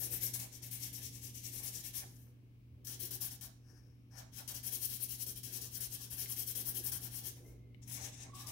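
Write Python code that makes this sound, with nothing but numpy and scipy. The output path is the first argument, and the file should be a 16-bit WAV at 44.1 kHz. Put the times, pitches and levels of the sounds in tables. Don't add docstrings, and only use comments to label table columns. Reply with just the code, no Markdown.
import sys
import numpy as np
from scipy import signal
from scipy.fft import rfft, irfft, next_fast_len
from scipy.io import wavfile
from scipy.ndimage import uniform_filter1d, map_coordinates

SR = 44100
rng = np.random.default_rng(int(sys.argv[2]) if len(sys.argv) > 2 else 0)


def undo_db(level):
    steps = np.asarray(level, float) / 20
    return 10 ** steps


def unload_wav(signal):
    wavfile.write(
        sys.argv[1],
        SR,
        np.round(np.clip(np.atleast_2d(signal).T, -1, 1) * 32767).astype(np.int16),
    )


N = 375291

# centre in Hz, width in Hz, level in dB.
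WOOD = [(560, 210, -5.5), (803, 150, 2), (994, 264, -0.5), (1720, 505, 0.14)]
# time in seconds, weight on the tip in dB, weight on the wrist in dB, room share in dB.
HAND = [(0, 0, 7, -10.5), (.45, -1.5, -2, -9), (.7, -2.5, -2, -9), (1.35, -6.5, -3, -9.5),
        (1.7, -5.5, 2, -10), (2.04, 3, -2, -10), (2.6, -5.5, -10.5, -11), (3.1, -1.5, 3, -9.5),
        (3.45, 0, -8.5, -10.5), (3.9, -13, -5.5, 2), (4.2, -7, -8.5, -11), (4.55, -1.5, -6.5, -10.5),
        (5.0, -8, -1, -10.5), (6.1, -2, -1.5, -10), (6.9, -1, 3.5, -11.5), (7.5, -4, -4, -9.5),
        (8.0, -2, -3.5, -11.5), (8.5, 5.5, 0, -6)]


def unit(x):
    return x / np.sqrt(np.mean(x ** 2) + 1e-20)


def along(points, hz):
    f, v = np.transpose(points)
    return np.interp(np.log(hz + 1), np.log(f + 1), v)


def curves(rows):
    s, *cols = np.transpose(rows)
    return [np.interp(np.arange(N) / SR, s, c) for c in cols]


def faded(rows):
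    before = (rows[0][0] - 0.02, -120, *rows[0][2:])
    after = (rows[-1][0] + 0.018, -120, *rows[-1][2:])
    return curves([before, *rows, after])


def wobble(rate):
    return map_coordinates(rng.standard_normal(int(N * rate / SR) + 4), [np.arange(N) * rate / SR])


def filtered(x, response):
    m = next_fast_len(N + SR // 2)
    return irfft(rfft(x, m) * response(np.fft.rfftfreq(m, 1 / SR)), m)[..., :N]


def modes(rows):
    def response(f):
        return sum((-1) ** k * undo_db(db) * 1j * f * w / (c * c - f * f + 1j * f * w)
                   for k, (c, w, db) in enumerate(rows))
    return response


def motion():
    # time of top speed in
    # seconds, rise in seconds, fall in seconds, friction in dB, ringing of the barrel in a loose grip in dB.
    scribbles = [(.03, 0.03, 0.054, -35.5, 1.7), (.14, 0.034, 0.042, -33.5, 0.8),
                 (.244, 0.034, 0.046, -32, 2), (.345, 0.011, 0.033, -34, .3),
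                 (.407, 0.02, 0.052, -40, 0.5), (.546, 0.027, 0.043, -48.5, -2),
                 (0.64, 0.018, 0.05, -45, -0.5), (.728, .018, 0.062, -39.5, -0.5),
                 (.839, 0.036, 0.052, -39.5, 1.5), (.943, 0.015, 0.059, -41.5, -1.7),
                 (1.056, 0.043, 0.034, -41, 0.8), (1.155, 0.036, 0.044, -47, -2),
                 (1.256, 0.038, 0.047, -43.5, 0.5), (1.374, 0.037, .036, -45, -1),
                 (1.469, 0.039, 0.032, -41, 1.8), (1.569, 0.056, 0.048, -40.5, 0),
                 (1.657, 0.027, 0.049, -38, 1), (1.759, 0.032, 0.054, -40.5, 1),
                 (1.86, 0.025, 0.041, -40, .3), (1.962, 0.025, 0.051, -36.5, 1),
                 (2.875, 0.0068, 0.088, -42.5, 2.1), (3.012, 0.016, 0.069, -38.5, 1),
                  (3.114, 0.0075, 0.057, -39, 0.8), (3.223, 0.018, 0.059, -36, 1),
                  (3.319, 0.014, 0.042, -46.5, -2), (3.415, 0.0052, 0.059, -44, -1.5),
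                  (4.48, 0.0035, 0.047, -39, 3), (4.553, 0.013, 0.043, -40, .3),
                  (4.641, 0.011, 0.023, -43, .3), (4.678, 0.028, 0.023, -35.5, 0.8),
                  (4.748, 0.034, 0.03, -34.5, 2.5), (4.852, 0.043, 0.023, -33, 2.6),
                  (4.912, 0.026, 0.03, -38, 1), (4.945, 0.032, 0.029, -36.5, 1.5),
                  (5.038, 0.035, 0.023, -35.5, 0.8), (5.113, 0.027, 0.053, -38.5, -0.3),
                  (5.224, 0.031, 0.018, -34.5, 2), (5.273, 0.01, 0.053, -39.5, 0),
                  (5.373, 0.017, 0.028, -43.5, .3), (5.445, 0.014, 0.049, -41, 1.3),
                 (5.567, 0.053, 0.025, -38, 2), (5.621, 0.014, 0.06, -42, 2),
                  (5.771, 0.045, 0.017, -38, 0), (5.814, 0.01, 0.056, -36, 1.2),
                  (5.95, 0.036, .019, -37.5, 0), (6.04, 0.054, 0.032, -43.5, 1.8),
                  (6.127, 0.022, 0.032, -40, -1), (6.215, 0.044, 0.047, -37, 1),
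                  (6.317, 0.033, 0.028, -36, -0.5), (6.386, 0.024, 0.052, -36, 0.8),
                  (6.492, 0.024, 0.034, -34.5, -0.5), (6.565, 0.015, 0.059, -34.5, 1),
                  (6.692, 0.04, 0.028, -34.5, -1.5), (6.762, 0.018, 0.051, -36, -0.5),
                  (6.87, 0.031, 0.03, -33, 0), (6.923, 0.0051, 0.059, -37, 0),
                  (7.054, 0.041, 0.027, -39.5, 0), (7.174, 0.057, 0.039, -40.5, -0.7),
                  (7.269, 0.033, 0.037, -38.5, 1.4)]
    # time of top speed in seconds, rise in seconds,
    # fall in seconds, friction in dB, barrel minus hiss in dB.
    touches = [(2.07, 0.05, 0.09, -60, -3.5), (2.2, 0.09, 0.085, -62, -8),
               (2.851, 0.0045, 0.033, -46.5, -5), (4.116, 0.0051, 0.043, -69, 13),
               (4.197, 0.034, 0.024, -49.5, 3.5), (4.342, 0.015, 0.03, -51.5, 2),
               (4.39, 0.035, 0.029, -42.5, 0), (7.373, 0.016, 0.031, -58, -5),
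               (7.48, 0.053, 0.067, -62.5, -4.5), (7.824, 0.006, 0.045, -60.5, 7),
               (7.882, 0.0069, 0.033, -45, -9), (7.941, 0.045, 0.04, -39, -5),
               (7.97, 0.012, 0.016, -43.5, 10), (8.058, 0.062, 0.033, -41.5, 6),
               (8.138, 0.015, 0.068, -52, 23.5), (8.228, 0.029, 0.02, -47, 19.5),
               (8.3, .05, 0.033, -79, 7.5), (8.36, 0.016, 0.032, -51.5, 1.5),
               (8.41, 0.045, 0.034, -47.5, 1.5), (8.474, 0.009, 0.043, -42, -2.5)]
    medium_db, medium_barrel_db = -40, -5
    t = np.arange(N) / SR
    hiss, barrel, tilted, sheet, table, moving = np.zeros((6, N))
    strokes = []
    for s, rise, fall, db, loose_db in scribbles:
        barrel_db = loose_db + medium_barrel_db - 0.64 * (db - medium_db)
        flat = 2.02 * (fall / rise) ** 0.32
        strokes.append((s, rise, fall, db, barrel_db, flat, barrel))
    strokes += [(*row, 1.53, tilted) for row in touches]
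    for s, rise, fall, db, barrel_db, flat, rings in strokes:
        near = slice(max(round((s - 0.3) * SR), 0), round((s + 0.4) * SR))
        rising = t[near] < s
        away = np.where(rising, (s - t[near]) / rise, (t[near] - s) / fall)
        power = undo_db(-20 * away ** (flat * np.where(rising, 1.3, 1)))
        to_barrel = undo_db(2 * db) / (1 + undo_db(-2 * barrel_db))
        hiss[near] += power * undo_db(2 * db) / (1 + undo_db(2 * barrel_db))
        rings[near] += power ** 0.95 * to_barrel
        sheet[near] += power ** 0.65 * to_barrel
        table_db = 0.84 * (db - medium_db) + 0.62 * (min(barrel_db, 4) - medium_barrel_db)
        table[near] += power ** 0.55 * undo_db(2 * table_db)
        moving[near] += power
    return hiss, barrel, tilted, sheet, table, moving


def fibres(grain_db, patchy_db):
    clumps = undo_db(grain_db * wobble(700) + grain_db * 2.0 * wobble(90))
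    z = signal.stft(rng.standard_normal(N) * clumps, nperseg=256)[2]
    field = uniform_filter1d(rng.standard_normal(z.shape), size=3, axis=0)
    field = uniform_filter1d(field, size=26, axis=1)
    return signal.istft(z * undo_db(patchy_db * unit(field)), nperseg=256)[1][:N]


def flexing():
    # centre in Hz, width in Hz, level in dB.
    sheet_modes = [(1984, 406, -2), (2784, 380, 2.5), (3148, 555, 3), (4110, 890, 1.5)]

    def shifted(k):
        rub = fibres(grain_db=-0.37, patchy_db=1.5)
        return unit(filtered(rub, lambda hz: modes(sheet_modes)(hz * k) ** 2))

    low, high = shifted(1.025), shifted(1 - 0.025 / 2)
    bend = np.pi / 4 * (1 + np.tanh(wobble(7)))
    return np.sin(bend) * low + np.cos(bend) * high


def scuffs(rows):
    t = np.arange(N) / SR
    return sum(undo_db(2 * db) * np.exp(-((t - s) / length) ** 2 * 2) for s, length, db in rows)


def marker(hiss, barrel, tilted, sheet, table):
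    # frequency in Hz, density in dB per Hz.
    hiss_spectrum = [(6000, -55), (7500, -10), (8500, -4), (9700, -1.5), (10600, 2), (12300, 2.5),
                     (13800, 2.5), (15500, -1), (17000, -21)]
    # centre in Hz, width in Hz, level in dB.
    barrel_modes = [(4630, 3300, -6.5), (5905, 870, 6), (6470, 1870, 3.5), (8400, 4540, -2.5)]
    tilted_modes = [(5360, 1400, 3.5), (6550, 1000, 5), (8100, 1650, -1)]
    scuffed_modes = [(603, 216, -2.5), (793, 120, 2.5), (1003, 250, -1.5), (1290, 280, 0), (1860, 920, -3)]
    # time in seconds, length in seconds, level in dB.
    sheet_scuffs = [(.28, 0.029, -74), (0.446, 0.033, -60), (.65, .05, -68), (0.996, 0.021, -62),
                    (1.64, 0.081, -60.5), (2.034, 0.025, -58), (2.27, .01, -69.5), (3.25, 0.028, -62),
                    (3.46, 0.049, -66), (4.195, 0.055, -59.5), (4.27, .05, -74), (4.405, 0.017, -58.5),
                    (4.518, 0.04, -57), (4.7, 0.027, -68), (5.574, .05, -70), (5.798, 0.035, -64.5),
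                    (7.03, 0.03, -71), (7.071, .008, -59), (7.18, 0.027, -69), (7.385, 0.017, -65.5),
                    (7.45, 0.1, -73.5), (8.0, 0.052, -56), (8.07, 0.033, -58), (8.26, 0.036, -58),
                    (8.44, .03, -63.5), (8.49, 0.023, -61)]
    weight_db = curves(HAND)[0]
    bright = unit(filtered(fibres(grain_db=0.74, patchy_db=1.8),
                           lambda hz: undo_db(along(hiss_spectrum, hz) - 60 * (hz < 5000))))
    tube = unit(filtered(fibres(grain_db=1.07, patchy_db=0.8),
                         lambda hz: modes(barrel_modes)(hz) / (1 + (3800 / (hz + 1)) ** 6)))
    slant = unit(filtered(fibres(grain_db=1.16, patchy_db=1.5),
                          lambda hz: modes(tilted_modes)(hz) / (1 + (4500 / (hz + 1)) ** 8)))
    paper = flexing()
    rubbed = unit(filtered(fibres(grain_db=1.2, patchy_db=1.0), lambda hz: modes(scuffed_modes)(hz) ** 2))
    wood = unit(filtered(fibres(grain_db=1.5, patchy_db=1.5), lambda hz: modes(WOOD)(hz) ** 2))
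    pen = np.sqrt(hiss) * bright + np.sqrt(barrel) * tube + np.sqrt(tilted) * undo_db(-0.5) * slant
    pen += np.sqrt(sheet) * undo_db(-8.5 + 0.14 * weight_db) * paper
    pen += np.sqrt(undo_db(2 * (-62 + weight_db)) * (undo_db(-48.5) + table)) * wood
    return pen + np.sqrt(scuffs(sheet_scuffs)) * rubbed


def ticks():
    # start in seconds, peak in dB, lower mode in Hz, upper mode in Hz.
    clicks = [
        (6.2587, -45, 2120, 3000),
        (7.3694, -62, 2150, 3000),
        (7.7453, -56.5, 2130, 2900),
    ]
    out, t = np.zeros(N + SR), np.arange(SR // 10) / SR
    for s, db, low_hz, high_hz in clicks:
        ring = 1.1 * undo_db(-60 * t / 0.012) * np.sin(2 * np.pi * low_hz * t)
        ring += 1.3 * undo_db(-60 * t / 0.008) * np.sin(2 * np.pi * high_hz * t)
        jitter = 3 * rng.standard_normal(len(t)).cumsum() / 12
        snap = 1.2 * undo_db(-60 * t / 0.008) * np.sin(2 * np.pi * 3700 * t + jitter)
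        out[round(s * SR):][:len(t)] += undo_db(db + 10.5) * (1 - np.exp(-t / 0.0012)) * (ring + snap)
    return out[:N]


def drag():
    # time in seconds, level in dB.
    slide_level = [
        (3.6, -92),
        (3.702, -70.5),
        (3.742, -76),
        (3.78, -70.5),
        (3.818, -80),
        (3.894, -82.5),
        (4.098, -98),
        (4.112, -74.5),
        (4.19, -61),
    ]
    # centre in Hz, width in Hz, level in dB.
    light_modes = [(5380, 620, 7), (6240, 380, -13.5), (8250, 610, -9.5), (13300, 2000, -11.5)]
    slide = unit(filtered(fibres(grain_db=0.0, patchy_db=1),
                          lambda hz: modes(light_modes)(hz) / (1 + (4300 / (hz + 1)) ** 8)))
    wood = unit(filtered(rng.standard_normal(N), lambda hz: modes(WOOD)(hz) ** 2))
    return undo_db(faded(slide_level)[0] + 6.0) * (slide + undo_db(-5.0) * wood)


def room(x):
    # frequency in Hz, time to fall by 60 dB in seconds.
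    decay_times = [(500, 0.27), (2000, 0.35), (6000, 0.42), (15000, 0.21)]
    # frequency in Hz, gain in dB.
    right_colour = [(500, 16), (1500, 5), (4000, 6), (6000, 1), (8500, 4), (11500, -1), (15500, 1.5)]
    hz, t, z = signal.stft(rng.standard_normal((4, 2, SR // 2)), SR, nperseg=128)
    decay = undo_db(-60 * t / along(decay_times, hz)[:, None]) + 1.0 * undo_db(-60 * t / 0.0048)
    tails = signal.istft(z * decay, SR, nperseg=128)[1]
    turn = np.arange(N) / SR * np.pi / 0.2 - np.arange(4)[:, None] * np.pi / 2
    shares = np.maximum(np.cos(turn), 0) ** 2 * np.pad(x, (120, 0))[:N]
    m = next_fast_len(N + SR // 2)
    colour = undo_db(np.outer([0, 1], along(right_colour, np.fft.rfftfreq(m, 1 / SR))))
    paths = rfft(tails / np.linalg.norm(tails[0, 0]), m)
    return irfft(colour * np.sum(rfft(shares, m)[:, None] * paths, axis=0), m)[:, :N]


def ports(x, notches):
    def port(dips, hz):
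        return np.prod([1 - np.clip(d, -1, 1) / (1 + (2 * (hz - c) / w) ** 2) for c, w, d in dips], axis=0)
    return filtered(x, lambda hz: np.array([port(dips, hz) for dips in notches]))


def placed(x):
    # time in seconds, shares (0-1) far from the body, at the edge, at the foot.
    places = [
        (0, .1, 0, 0),
        (2.0, .15, 0, 0),
        (2.3, 1, 0, 0),
        (7.3, 1, 0, 0),
        (7.8, 0, 1, 0),
        (8.29, 0, 1, 0),
        (8.33, 0, 0, 1),
        (8.51, 0, 0, 1),
    ]
    # centre in Hz, width in Hz, depth as a share (a peak if below 0).
    far_notches = [
        [(3150, 250, -.5), (3600, 350, .7), (5400, 300, -.3), (7400, 450, .8), (8250, 200, .35),
         (10500, 300, -.3), (11200, 220, .5), (11720, 250, -.5), (11970, 180, .55), (15100, 1200, -.25)],
        [(1300, 500, -.4), (1900, 200, .4), (3500, 400, .3), (5900, 2000, -.3), (7600, 700, .5),
         (13050, 200, -.4)],
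    ]
    near_notches = [
        [(1050, 300, .4), (6700, 200, -.4), (7200, 700, .25), (11050, 180, .4), (12500, 500, -.15),
         (15000, 600, .25)],
        [(800, 300, .3), (7000, 500, .2), (7800, 500, .4), (8600, 400, -.3), (11200, 1200, -.3)],
    ]
    edge_notches = [
        [(1200, 300, -.4), (4400, 500, .4), (6650, 400, -.5), (7850, 300, -.3), (9300, 400, -.4),
         (10800, 500, -.5), (12200, 1600, .35)],
        [(3300, 700, .35), (6300, 600, -.2), (7900, 400, .35), (9300, 500, -.4), (11200, 900, -.6),
         (14500, 2000, -.4)],
    ]
    foot_notches = [
        [(1800, 600, .4), (3200, 600, -.3), (5000, 600, -.3), (6700, 1200, .55), (8700, 700, -.5),
         (9700, 500, -.8), (12000, 2000, .4)],
        [(3400, 500, -.3), (6000, 2000, .25), (11400, 400, -.6), (12800, 400, .4), (14500, 1500, -.4)],
    ]
    # frequency in Hz, gain in dB.
    close_colour = [(1000, -0.5), (1500, -5.5), (2200, 5.5), (3200, -1.5), (4600, -1), (5900, 1.5),
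                    (7500, 0), (12000, -1)]
    far, edge, foot = curves(places)
    close = filtered(x, lambda hz: undo_db(along(close_colour, hz)))
    out = far * ports(x, far_notches) + (1 - far - edge - foot) * ports(close, near_notches)
    return out + edge * ports(close, edge_notches) + foot * ports(close, foot_notches)


def wrist(table):
    # centre in Hz, width in Hz, level in dB.
    board_modes = [(353.7, 73, 3), (491.5, 26.5, 2.5), (570, 110, -8.5)]
    # time in seconds, length in seconds, level in dB.
    heel_shifts = [(.09, 0.051, -74), (1.39, .025, -64), (2.07, .03, -68), (2.74, 0.019, -73),
                   (3.04, .05, -66), (3.72, .03, -64), (4.54, 0.036, -59), (4.76, 0.044, -58.5),
                   (4.94, .04, -68), (5.22, .03, -84), (5.57, 0.1, -61.5), (5.84, .04, -72),
                   (6.24, .03, -62.5), (6.6, 0.05, -64), (6.8, 0.017, -61), (7.0, .08, -79),
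                   (7.3, 0.017, -75), (7.48, 0.19, -61.5)]
    level_db = -67.5
    rub = filtered(undo_db(2 * wobble(15)) * rng.standard_normal((3, N)),
                   lambda hz: modes(board_modes)(hz) / (1 + (hz / 750) ** 4))
    rocking = np.sqrt(0.38 + 0.54 * table + scuffs(heel_shifts) / undo_db(2 * level_db))
    weight = undo_db(level_db + curves(HAND)[1] + np.array([[-0.8], [0.8]]))
    return weight * rocking * unit(rub[0] + 0.76 * rub[1:])


def thuds():
    # start in seconds, peak in dB, frequency in Hz, time to fall by 60 dB in seconds.
    blows = [
        (2.715, -33.5, 80, 0.16),
        (3.449, -49, 48.6, 0.18),
        (7.473, -40.5, 53, 0.28),
    ]
    out, t = np.zeros(N + SR), np.arange(SR // 2) / SR
    for s, db, hz, t60 in blows:
        ring = undo_db(db - 60 * t / t60) * np.sin(2 * np.pi * hz * t)
        out[round(s * SR):][:len(t)] += (1 - np.exp(-t / 0.056)) * ring
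    return out[:N]


def creaks():
    # time in seconds, pitch in Hz, level in dB.
    low_creak = [
        (8.28, 1075, -80),
        (8.302, 1100, -65),
        (8.314, 1110, -80),
        (8.336, 1130, -56.5),
        (8.372, 1130, -65),
        (8.41, 1128, -58),
        (8.428, 1150, -67),
        (8.47, 1130, -65),
        (8.51, 1110, -67),
    ]
    high_creak = [
        (7.44, 2090, -92),
        (7.456, 2090, -77),
        (7.496, 2140, -79),
        (7.55, 2130, -89),
        (7.65, 2100, -87),
        (7.695, 2090, -93),
        (7.712, 2080, -83),
        (7.74, 2100, -87),
    ]
    # time in seconds, share of noise (0-1).
    fraying = [(7.44, .2), (7.5, .4), (7.75, .35), (8.28, .2), (8.34, .08), (8.365, .4), (8.41, .1),
               (8.435, .8), (8.51, .9)]
    out, (frays,) = np.zeros(N), curves(fraying)
    for rows in low_creak, high_creak:
        db, hz = faded([(s, db, hz) for s, hz, db in rows])
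        turn = 2 * np.pi * np.cumsum(hz + 8 * wobble(30)) / SR
        slips = wobble(190) * np.sin(turn) + wobble(190) * np.cos(turn)
        out += undo_db(db + 3.5) * (np.sqrt(1 - frays) * np.sin(turn) + np.sqrt(frays) * slips)
    return out


def hush(spectrum):
    # frequency in Hz, correlation (-1 to 1).
    likeness = [(60, 0.86), (180, 0.7), (550, 0.13), (1650, -0.34), (4970, -0.01), (15000, -0.28)]

    def mid_side(hz):
        turn = np.arccos(np.clip(along(likeness, hz), -1, 1)) / 2
        return undo_db(along(spectrum, hz)) * np.array([np.cos(turn), np.sin(turn)])

    mid, side = filtered(rng.standard_normal((2, N)), mid_side)
    return unit(np.array([mid + side, mid - side]))


def background(moving):
    # frequency in Hz, level in dB.
    hum_tones = [(120, 0), (240, -17), (261, -18.5), (288, -17)]
    # frequency in Hz, density in dB per Hz.
    rumble_spectrum = [(14, -45.5), (25, -31.5), (40, -12), (65, -9.5), (100, -11), (150, -16.5),
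                       (200, -14.5), (225, -20), (300, -23.5), (480, -34.5), (800, -42.5), (1300, -42.5),
                       (2600, -110)]
    air_spectrum = [(530, -32), (900, -19), (1770, -18), (2190, -7), (3150, -11.5), (3430, -15),
                    (5820, -18), (7060, -24), (13500, -18.5), (16000, -14)]
    # time in seconds, level of the hum in dB.
    gain_control = [(0.0, -55.5), (0.16, -53), (0.47, -54), (0.52, -61), (0.68, -55.5), (1.21, -55),
                    (2.58, -60.5), (3.15, -55), (3.51, -60), (4.69, -57.5), (6.54, -56.5), (6.94, -54.5),
                    (7.61, -58), (7.99, -53.5), (8.18, -57), (8.51, -55)]
    opening = uniform_filter1d(moving, size=round(0.026 * SR)) - 0.5
    hum_db = curves(gain_control)[0] + 2.5 * opening
    t = np.arange(N) / SR
    hum = sum(undo_db(db + 4.0 + 0.58 * wobble(12)) * np.sin(2 * np.pi * hz * t + 0.32 * wobble(4.9))
              for hz, db in hum_tones)
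    rumble = undo_db(0.81 * (hum_db + 56) - 60.5) * hush(rumble_spectrum) * undo_db([[-0.4], [0.4]])
    air = undo_db(-82.5 + 4.5) * hush(air_spectrum) * undo_db([[1.5], [-1.5]])
    return undo_db(hum_db) * hum + rumble + air


def scene():
    # centre in Hz, width in Hz, depth as a share (a peak if below 0).
    port_notches = [
        [(1200, 300, .45), (2000, 150, .6), (4050, 220, .8), (8900, 300, .4), (14250, 600, .45),
         (15550, 400, -.4)],
        [(650, 300, .3), (4050, 200, .4), (8000, 400, .5), (13600, 500, .3), (15400, 700, -.5)],
    ]
    *friction, table, moving = motion()
    pen = marker(*friction, table) + ticks()
    squeaks = creaks()
    wet = room(undo_db(curves(HAND)[2]) * pen + 0.2 * squeaks)
    direct = pen * np.array([[1], [0]]) + drag() * undo_db([[0], [-17]])
    near = ports(placed(direct + wet), port_notches)
    return near + squeaks * undo_db([[-1.5], [1.5]]) + wrist(table) + thuds() + background(moving)


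def roll_off(x):
    return signal.sosfilt(signal.butter(12, 17070, fs=SR, output="sos"), x)


def record(dry):
    return roll_off(filtered(dry, lambda hz: hz < 15790))


dry = scene()
out = record(dry)
unload_wav(out)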